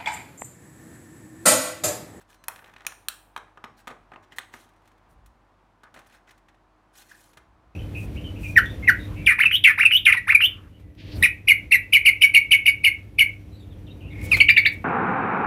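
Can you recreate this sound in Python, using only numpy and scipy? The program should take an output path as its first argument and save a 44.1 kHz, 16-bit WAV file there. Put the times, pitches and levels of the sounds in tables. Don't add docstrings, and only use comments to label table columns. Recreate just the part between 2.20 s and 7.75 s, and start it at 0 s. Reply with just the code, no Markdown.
import sys
import numpy as np
from scipy import signal
from scipy.fft import rfft, irfft
from scipy.io import wavfile
from scipy.ndimage import uniform_filter1d

SR = 44100
rng = np.random.default_rng(int(sys.argv[2]) if len(sys.argv) > 2 else 0)


def wrap_up_sound(samples):
    columns = np.atleast_2d(samples).T
    tamed = np.clip(columns, -1, 1)
    steps = np.round(tamed * 32767).astype(np.int16)
    wavfile.write(sys.argv[1], SR, steps)


N = 244755
SIZE = 4096
FREQS = np.maximum(np.arange(SIZE // 2 + 1) * SR / SIZE, 1)
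TOP_HZ = 16300


def undb(db):
    return 10 ** (np.asarray(db) / 20)


def curve(points):
    hz, value = np.transpose(points)
    return np.interp(np.log(FREQS), np.log(hz), value)


def response(db):
    cepstrum = irfft(np.log(undb(db)))
    cepstrum[1:SIZE // 2] *= 2
    cepstrum[SIZE // 2 + 1:] = 0
    return irfft(np.exp(rfft(cepstrum)))


def colour(x, db):
    return signal.oaconvolve(x, response(db))[:N]


def fade(count, t60):
    return np.exp(-np.log(1000) * np.arange(count) / SR / t60)


def walk(rate):
    k = max(int(SR / rate), 1)
    steps = np.repeat(rng.standard_normal(N // k + 1), k)
    smooth = uniform_filter1d(uniform_filter1d(steps, k), k)[:N]
    return smooth / smooth.std()


def add(out, s, sound):
    start = max(int(s * SR), 0)
    out[start:start + len(sound)] += sound[:max(N - start, 0)]


def stroke(s, length, taper):
    out = np.zeros(N)
    add(out, s, signal.windows.tukey(max(int(length * SR), 2), min(taper, 1)))
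    return out


# columns f [Hz], level [dB], before the swell
AIR_TONE = [(25, -82), (33, -78), (45, -46.5), (90, -50.5), (200, -50.5), (450, -55), (750, -49.5),
            (1050, -50), (1500, -56.5), (2200, -63.5), (3300, -69.5), (6000, -78), (11000, -85.5),
            (16000, -92.5)]
# columns t [s], level [dB]
AIR_SWELL = [(0, 0.56), (2.5, 1), (3.5, -0.66), (5.5, -0.84)]
# columns f [Hz], rms level before waver and swell [dB], waver [dB]
HUM_LINES = [(45.6, -67.5, 1.1), (99, -73, 0.69), (175.6, -87.5, 1.1), (242, -81.5, 1.4), (314, -75.5, 2),
             (366.3, -78.5, 3.3)]


def ventilation(flutter_db=0.4):
    t = np.arange(N) / SR
    air = colour(rng.standard_normal(N), curve(AIR_TONE)) * undb(flutter_db * walk(6))
    hum = np.zeros(N)
    for hz, db, waver_db in HUM_LINES:
        level = np.sqrt(2) * undb(db + waver_db * walk(2.4))
        hum += level * np.sin(2 * np.pi * hz * t + 1.7 * walk(3))
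    return (air + hum) * undb(np.interp(t, *np.transpose(AIR_SWELL)))


# columns f [Hz], level [dB]
WALL_TONE = [(100, -3), (400, -2), (1200, -4), (2300, -10), (5000, -11), (9000, -11.5), (15000, -18)]
# columns f [Hz], t60 [s]
WALL_RING = [(200, 0.45), (800, 0.26), (2000, 0.43), (5500, 0.32), (14000, 0.55)]


def room(direct, sent, near_db=-11, near_t60=0.04, near_delay=0.00065, wall_delay=0.0051):
    count = SR * 3 // 4
    t = np.arange(count) / SR
    noise = rfft(rng.standard_normal(count))
    hz = np.arange(count // 2 + 1) * SR / count
    octave = np.log2(np.clip(hz, 125, 16000) / 125)
    tail = np.zeros(count)
    for k in range(8):
        t60 = np.interp(125 * 2 ** k, *np.transpose(WALL_RING))
        shape = fade(count, t60) * np.clip(t / wall_delay - 1, 0, 1)
        band = irfft(noise * np.maximum(1 - np.abs(octave - k), 0), count)
        tail += band * shape / np.linalg.norm(shape)
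    near = rng.standard_normal(count) * fade(count, near_t60) * (t > near_delay)
    near *= undb(near_db) / np.linalg.norm(near)
    walls = colour(tail, curve(WALL_TONE))[:count]
    return direct + signal.fftconvolve(sent, walls + near)[:N]


# columns t [s], length [s], level before the table's tone [dB]
TABLE_BUMPS = [(1.432, 0.05, -60), (1.685, .07, -48), (2.848, 0.29, -40), (5.149, 0.077, -46),
               (5.244, .32, -42.5)]


def bumps():
    weight = sum(undb(db) * stroke(s, length, taper=0.32) for s, length, db in TABLE_BUMPS)
    table_tone = curve([(20, -31), (50, 12), (90, 0), (200, -7.5), (500, -46), (2000, -76)])
    return colour(rng.standard_normal(N) * weight, table_tone)


# columns f [Hz], level [dB]
PLASTIC_TONE = [(40, -10), (130, 0.5), (240, 1.5), (420, -0.5), (700, -1), (1100, -1), (1800, 0.5),
                (3300, -1), (4200, -1.5), (4800, -7.5), (5600, -3), (9000, -3), (12000, -4), (15300, -5),
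                (16300, -14)]


def blow(db, t60, smooth_hz=350):
    ring = rng.standard_normal(SIZE) * fade(SIZE, t60)
    width = max(int(smooth_hz * SIZE / SR), 1)
    power = uniform_filter1d(np.abs(rfft(ring)) ** 2, width)
    return signal.fftconvolve(ring, response(db + curve(PLASTIC_TONE) - 10 * np.log10(power)))


BASS_HZ = 256


def contact(db, bass_db, tilt_db, knee_hz):
    bass = curve([(BASS_HZ, bass_db), (min(knee_hz, 1000), 0)])
    return db + bass + tilt_db * np.log2(np.maximum(FREQS / knee_hz, 1))


PUSH_S_PER_TILT = 0.00016


def push(sound, tilt_db):
    rise_s = PUSH_S_PER_TILT * max(-tilt_db, 0)
    pushed = sound * (1 - np.exp(-np.arange(1, len(sound) + 1) / max(rise_s * SR, 1)))
    return pushed * np.linalg.norm(sound) / np.linalg.norm(pushed)


PANEL_WIDTH = 0.11
PANEL_OVERTONE, OVERTONE_SHARE = 2.5, 0.31


def panel(hz, lift_db):
    lift = 0
    for ratio, share in [(1, 1), (PANEL_OVERTONE, OVERTONE_SHARE)]:
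        lift = lift + share * lift_db / (1 + ((FREQS / (ratio * hz) - 1) / PANEL_WIDTH) ** 2)
    return lift


# columns t [s], level added to the thud's tone [dB]
TABLE_THUDS = [(1.165, -16), (1.4402, -2.5), (1.671, -3), (1.7081, -10), (2.338, -8.5), (3.758, -17),
               (5.17, -16)]
# columns f [Hz], level [dB]
THUD_TONE = [(50, -10), (110, 2), (200, -0.5), (380, -7), (700, -17), (3000, -54)]


def thuds(t60=0.066):
    out = np.zeros(N)
    for s, db in TABLE_THUDS:
        add(out, s, blow(db + curve(THUD_TONE), t60))
    return out


RUB_ATTACK_SHARE, RUB_RELEASE_SHARE = 0.4, 0.76


def pressure(s, length):
    along = (np.arange(N) / SR - s) / length
    return np.clip(along / RUB_ATTACK_SHARE, 0, 1) * np.clip((1 - along) / RUB_RELEASE_SHARE, 0, 1)


# columns t [s], length [s], body level [dB], body resonance f [Hz], hiss level [dB]
SLIDING_RUBS = [ (0, 0.036, -51, 1600, -57), (0.072, 0.11, -53, 1590, -56.5),
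                (0.332, 0.77, -61.5, 1400, -72), (1.563, 0.067, -51, 1580, -56.5),
                (2.022, 0.037, -47, 1590, -65), (2.105, 0.058, -45, 1900, -68),
                (2.159, 0.034, -46, 1880, -44), (2.314, 0.11, -49, 1200, -55),
                (2.374, 0.11, -56.5, 1400, -55), (2.885, 0.064, -76.5, 1600, -61.5),
                (3.738, 0.078, -46.5, 750, -76), (3.91, 0.085, -48.5, 1480, -61),
                (4.067, 0.059, -44, 1880, -64.5), (4.724, 0.07, -58, 1610, -61),
                (4.748, 0.09, -51, 1610, -48.5), (4.73, 0.35, -58, 1594, -58),
                (4.885, 0.054, -54.5, 1800, -56), (4.92, 0.26, -57, 1260, -56)]


def rubs(grain_db=2.5, catch_db=1.0, flicker_db=2.8, low_db=-6, rasp_db=1.0, lift_db=5):
    slips = np.zeros(N)
    roughness_db = grain_db * walk(1500) + catch_db * walk(90)
    noise = rfft(rng.standard_normal(N) * undb(roughness_db), 2 ** 18)
    region = np.arange(len(noise)) * 24 // len(noise)
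    for k in np.unique(region):
        slips += irfft(noise * (region == k))[:N] * undb(flicker_db * walk(130))
    slips /= slips.std()
    out = np.zeros(N)
    for s, length, body_db, body_hz, hiss_db in SLIDING_RUBS:
        rasp = (5500, (body_db + hiss_db) / 2 + rasp_db)
        tone = curve([(body_hz / 4, body_db + low_db), (body_hz, body_db), rasp,
                      (10000, hiss_db), (16000, hiss_db - 4)])
        out += colour(slips * pressure(s, length), tone + panel(body_hz, lift_db) + curve(PLASTIC_TONE))
    return out


# columns t [s], length [s], slip rate f [Hz], level [dB],
# overtones relative to the fundamental [dB], unsteadiness of the rate [share]
FINGER_SQUEAKS = [(0.15, 0.13, 2050, -85, 6, .01), (4.889, 0.02, 1900, -59, -11, .05),
                  (4.911, 0.013, 1718, -45.5, -19, .055), (4.947, 0.009, 1800, -53, -22, .05)]


def squeaks():
    out, wobble = np.zeros(N), walk(900)
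    for s, length, hz, db, overtone_db, jitter in FINGER_SQUEAKS:
        phase = 2 * np.pi * np.cumsum(hz * (1 + jitter * wobble)) / SR
        overtones = np.sin(2 * phase) + np.sin(3 * phase) + np.sin(4 * phase) / 2
        tone = np.sin(phase) + undb(overtone_db) * overtones
        out += undb(db) * np.sqrt(2) * tone * stroke(s, length, taper=0.74)
    return out


# columns t [s], length [s], middle level [dB], pings per second [1/s]
WALL_CRINKLES = [(3.86, .11, -72, 300), (4.765, .06, -65, 800), (4.88, .24, -71.5, 600)]


def crinkles(scatter_db=4.0, low_hz=4200, high_hz=13000, ping_s=0.006):
    out = np.zeros(N)
    swell = signal.windows.hann(int(ping_s * SR))
    t = np.arange(len(swell)) / SR
    for start, length, db, rate in WALL_CRINKLES:
        for when, pitch, size in rng.random((int(rate * length), 3)):
            hz = low_hz * (high_hz / low_hz) ** pitch
            gain = undb(db + scatter_db * (2 * size - 1))
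            add(out, start + length * when, gain * swell * np.sin(2 * np.pi * hz * t))
    return out


LID_OFF_S, CLAMPED_T60_S, OPEN_T60_S = 1.5, 0.016, 0.045


def tick(s, db, tilt_db, low_db=-8, knee_hz=1800):
    t60 = CLAMPED_T60_S if s < LID_OFF_S else OPEN_T60_S
    return push(blow(contact(db, low_db, tilt_db, knee_hz), t60), tilt_db)


# columns t [s], level [dB], treble tilt [dB per octave]
CLEAR_TICKS = [ (0.144, -24, -4), (0.2392, -16, -3), (0.3595, -13, -5), (0.3789, -17, -9),
               (0.3905, -14.5, -8), (0.4219, -16, -21), (0.4425, -13.5, -9.5), (0.4599, -20, -6.5),
               (0.4682, -22.5, -7.5), (0.476, -23.5, -5.5), (0.4855, -17, -18), (0.493, -21, -10.5),
               (0.5367, -16.5, -8.5), (0.5625, -9.5, -11), (0.582, -21, -7), (0.598, -20, -13),
               (0.6061, -13, -9), (0.618, -18, -9.5), (0.649, -10, -10.5), (0.721, -10.5, -7),
               (2.4897, -30, -4), (2.655, -30, -5), (2.675, -26, -4), (2.715, -29, -6.5), (2.779, -37, -4),
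               (3.0609, -29.5, 0), (3.7888, -16, -5.5), (3.869, -28.5, -1.5), (3.946, -24, -5),
               (4.108, -18, -4.5), (4.178, -29.5, -4), (4.284, -19, -8), (4.344, -27.5, -9),
               (4.82, -21.5, -2), (5.132, -24.5, -3.5), (5.1712, -12, -6)]
# columns t [s], length [s], middle level [dB],
# treble tilt [dB per octave]
FAINT_CRACKLES = [(0.301, 0.22, -30.5, -11), (2.46, 0.26, -44, -5.5), (3.797, 0.19, -36.5, -6.5)]


def ticks(scatter_db=6.5, count=36):
    out = np.zeros(N)
    for s, db, tilt_db in CLEAR_TICKS:
        add(out, s, tick(s, db, tilt_db))
    for start, length, db, tilt_db in FAINT_CRACKLES:
        for k in range(count):
            s = start + length * (k + rng.random()) / count
            add(out, s, tick(s, db + scatter_db * rng.standard_normal(), tilt_db))
    return out


# columns t [s], length [s], starting level [dB],
# middle panel resonance f [Hz]
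LID_RATTLES = [(0.294, 0.06, -22.5, 1980), (1.189, 0.094, -19, 1250), (1.448, 0.024, -18.5, 1300),
               (1.725, 0.04, -23, 1110), (1.922, 0.035, -21, 595), (2.203, 0.05, -23.5, 3600),
               (3.64, 0.043, -20.5, 1430)]


def rattles(scatter_db=2.0, detune=0.19, count=8, fall_db=5.5, lift_db=7, tilt_db=-16, t60=0.011):
    out = np.zeros(N)
    for start, length, db, hz in LID_RATTLES:
        for k in range(count):
            along = (k + rng.random()) / count
            size_db = db - fall_db * along + scatter_db * rng.standard_normal()
            ring = panel(hz * np.exp(detune * rng.standard_normal()), lift_db)
            bounce = blow(contact(size_db, TAUT_BASS_DB, tilt_db, hz) + ring, t60)
            add(out, start + length * along, bounce)
    return out


MODE_WIDTH_HZ, MODE_WIDTH_SHARE = 70, 0.035


def bent(modes):
    return sum(db / (1 + ((FREQS - hz) / (MODE_WIDTH_HZ + MODE_WIDTH_SHARE * hz)) ** 2) for hz, db in modes)


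SLIP_GAP_S, SLIP_GAP_S_PER_S = 0.000507, 0.00023


def double_slip(s, second, blur_hz=24000):
    gap_s = SLIP_GAP_S + SLIP_GAP_S_PER_S * s
    echo = min(second, 0.9) * np.exp(-2j * np.pi * FREQS * gap_s - (FREQS / blur_hz) ** 2)
    return 20 * np.log10(np.abs(1 + echo) / np.hypot(1, second))


TAUT_T60_S, TAUT_BASS_DB, BASS_DB_PER_DOUBLING = 0.013, -15.5, 7.5
KNEE_HZ = 1280
# columns t [s], level [dB], treble tilt [dB per octave], t60 [s],
# panel resonance f [Hz], its lift [dB], size of a second slip [0-1]; then, for the clear ones,
# narrow modes of the bent lid as pairs f [Hz], lift [dB] (negative where the shape cancels)
RIM_SNAPS = [ (0.2832, -18, 5.5, 0.003, 11400, 9.5, 0.1), (0.2835, 2, -9.5, 0.012, 1906, 8.5, 0, (690, 4),
             (920, 5), (1330, 3), (2570, 8), (3218, 8), (5352, 15)), (0.2858, -21, 3.5, 0.007, 11000, 9, 0),
             (0.6665, -1.8, 0.6, 0.017, 2440, 15.5, 0, (1360, 4), (1770, 6), (2040, -8), (4700, -3),
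             (5831, 4.5), (6878, 6), (7900, -12), (8900, 7.5), (10628, 5)),
             (0.8849, -4.2, 2.4, 0.014, 3949, 11.5, 0.3, (1326, 8.4), (1640, 7), (2624, 5), (3276, 8.5),
             (6450, -6), (7724, 2), (8545, 5), (10200, -4), (11400, 3), (12500, -3), (14800, 4)),
             (1.1630, 2.5, -7.3, 0.012, 1200, 6, 0.05, (943, 4.5), (1640, 5), (2270, 3.9), (3911, 2.5),
             (8678, 5)), (1.1757, -5, -6.8, 0.017, 1550, 8, 0), (1.3732, -8, -11, 0.019, 1350, 6.5, 0.1),
             (1.4403, -1.3, -8, 0.018, 1345, 5, 0, (812, 3), (1979, 5), (3448, 4), (5296, 5), (6610, 5)),
             (1.672, -4, -6, 0.019, 1380, 5.5, .3), (1.6765, 0, -6, 0.021, 1065, 5, 0.06),
             (1.6875, -8.5, -9.5, 0.041, 1250, 9, 0), (1.7021, -7.5, -8.5, 0.038, 1420, 3, 0),
             (1.7088, -7, -10.5, 0.031, 500, 17, 0), (1.7187, -12, -16, 0.046, 1510, 0, 0),
             (1.917, -6, -12, 0.026, 775, 5, 0), (1.9351, -8.5, -11.5, 0.026, 2150, 9, 0),
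             (1.9592, -4.5, -15, 0.02, 2940, 14.5, 0), (2.1208, -16, -5.5, 0.054, 2890, 14, 0.1, (1950, 11),
             (2400, -5)), (2.1845, -3.5, -1.9, 0.011, 1860, 18, 0, (1085, 3), (2080, 3), (2400, -5),
             (3321, 4), (4000, 4), (6617, 6), (8000, 5)),
             (2.1891, -8, -3, 0.014, 3400, 15, 0.13, (1400, 5)), (2.1982, -20, -9, 0.017, 1560, 24, 0),
             (2.3377, -4.5, -6.5, 0.03, 1960, 6, 0.15), (3.6337, -13.5, -6.5, 0.031, 1510, 6, 0.14),
             (3.741, -14, -4.5, 0.054, 1400, 5, 0.2), (3.7617, -11.5, -8.5, 0.03, 800, 10.5, 0.1),
             (3.772, -13.5, -7, 0.052, 570, 7, 0.04)]


def snaps(spread=0.61, even_hz=170):
    at_microphone, sent = np.zeros((2, N))
    for s, db, tilt_db, t60, panel_hz, lift_db, second, *modes in RIM_SNAPS:
        bass_db = TAUT_BASS_DB + BASS_DB_PER_DOUBLING * np.log2(max(t60 / TAUT_T60_S, 1))
        tone = contact(db, bass_db, tilt_db, KNEE_HZ) + double_slip(s, second) + bent(modes)
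        snap = push(blow(tone, t60, even_hz), tilt_db)
        add(at_microphone, s, colour(snap, panel(panel_hz, lift_db)))
        add(sent, s, colour(snap, panel(panel_hz, spread * lift_db)))
    return np.array([at_microphone, sent])


def scene():
    fingers = ticks() + rubs() + crinkles() + squeaks()
    direct, sent = snaps() + rattles() + thuds() + fingers
    return (ventilation() + bumps() + room(direct, sent))[None]


def record(dry):
    return signal.sosfilt(signal.ellip(8, 0.2, 70, TOP_HZ, fs=SR, output="sos"), dry)


dry = scene()
out = record(dry)
wrap_up_sound(out)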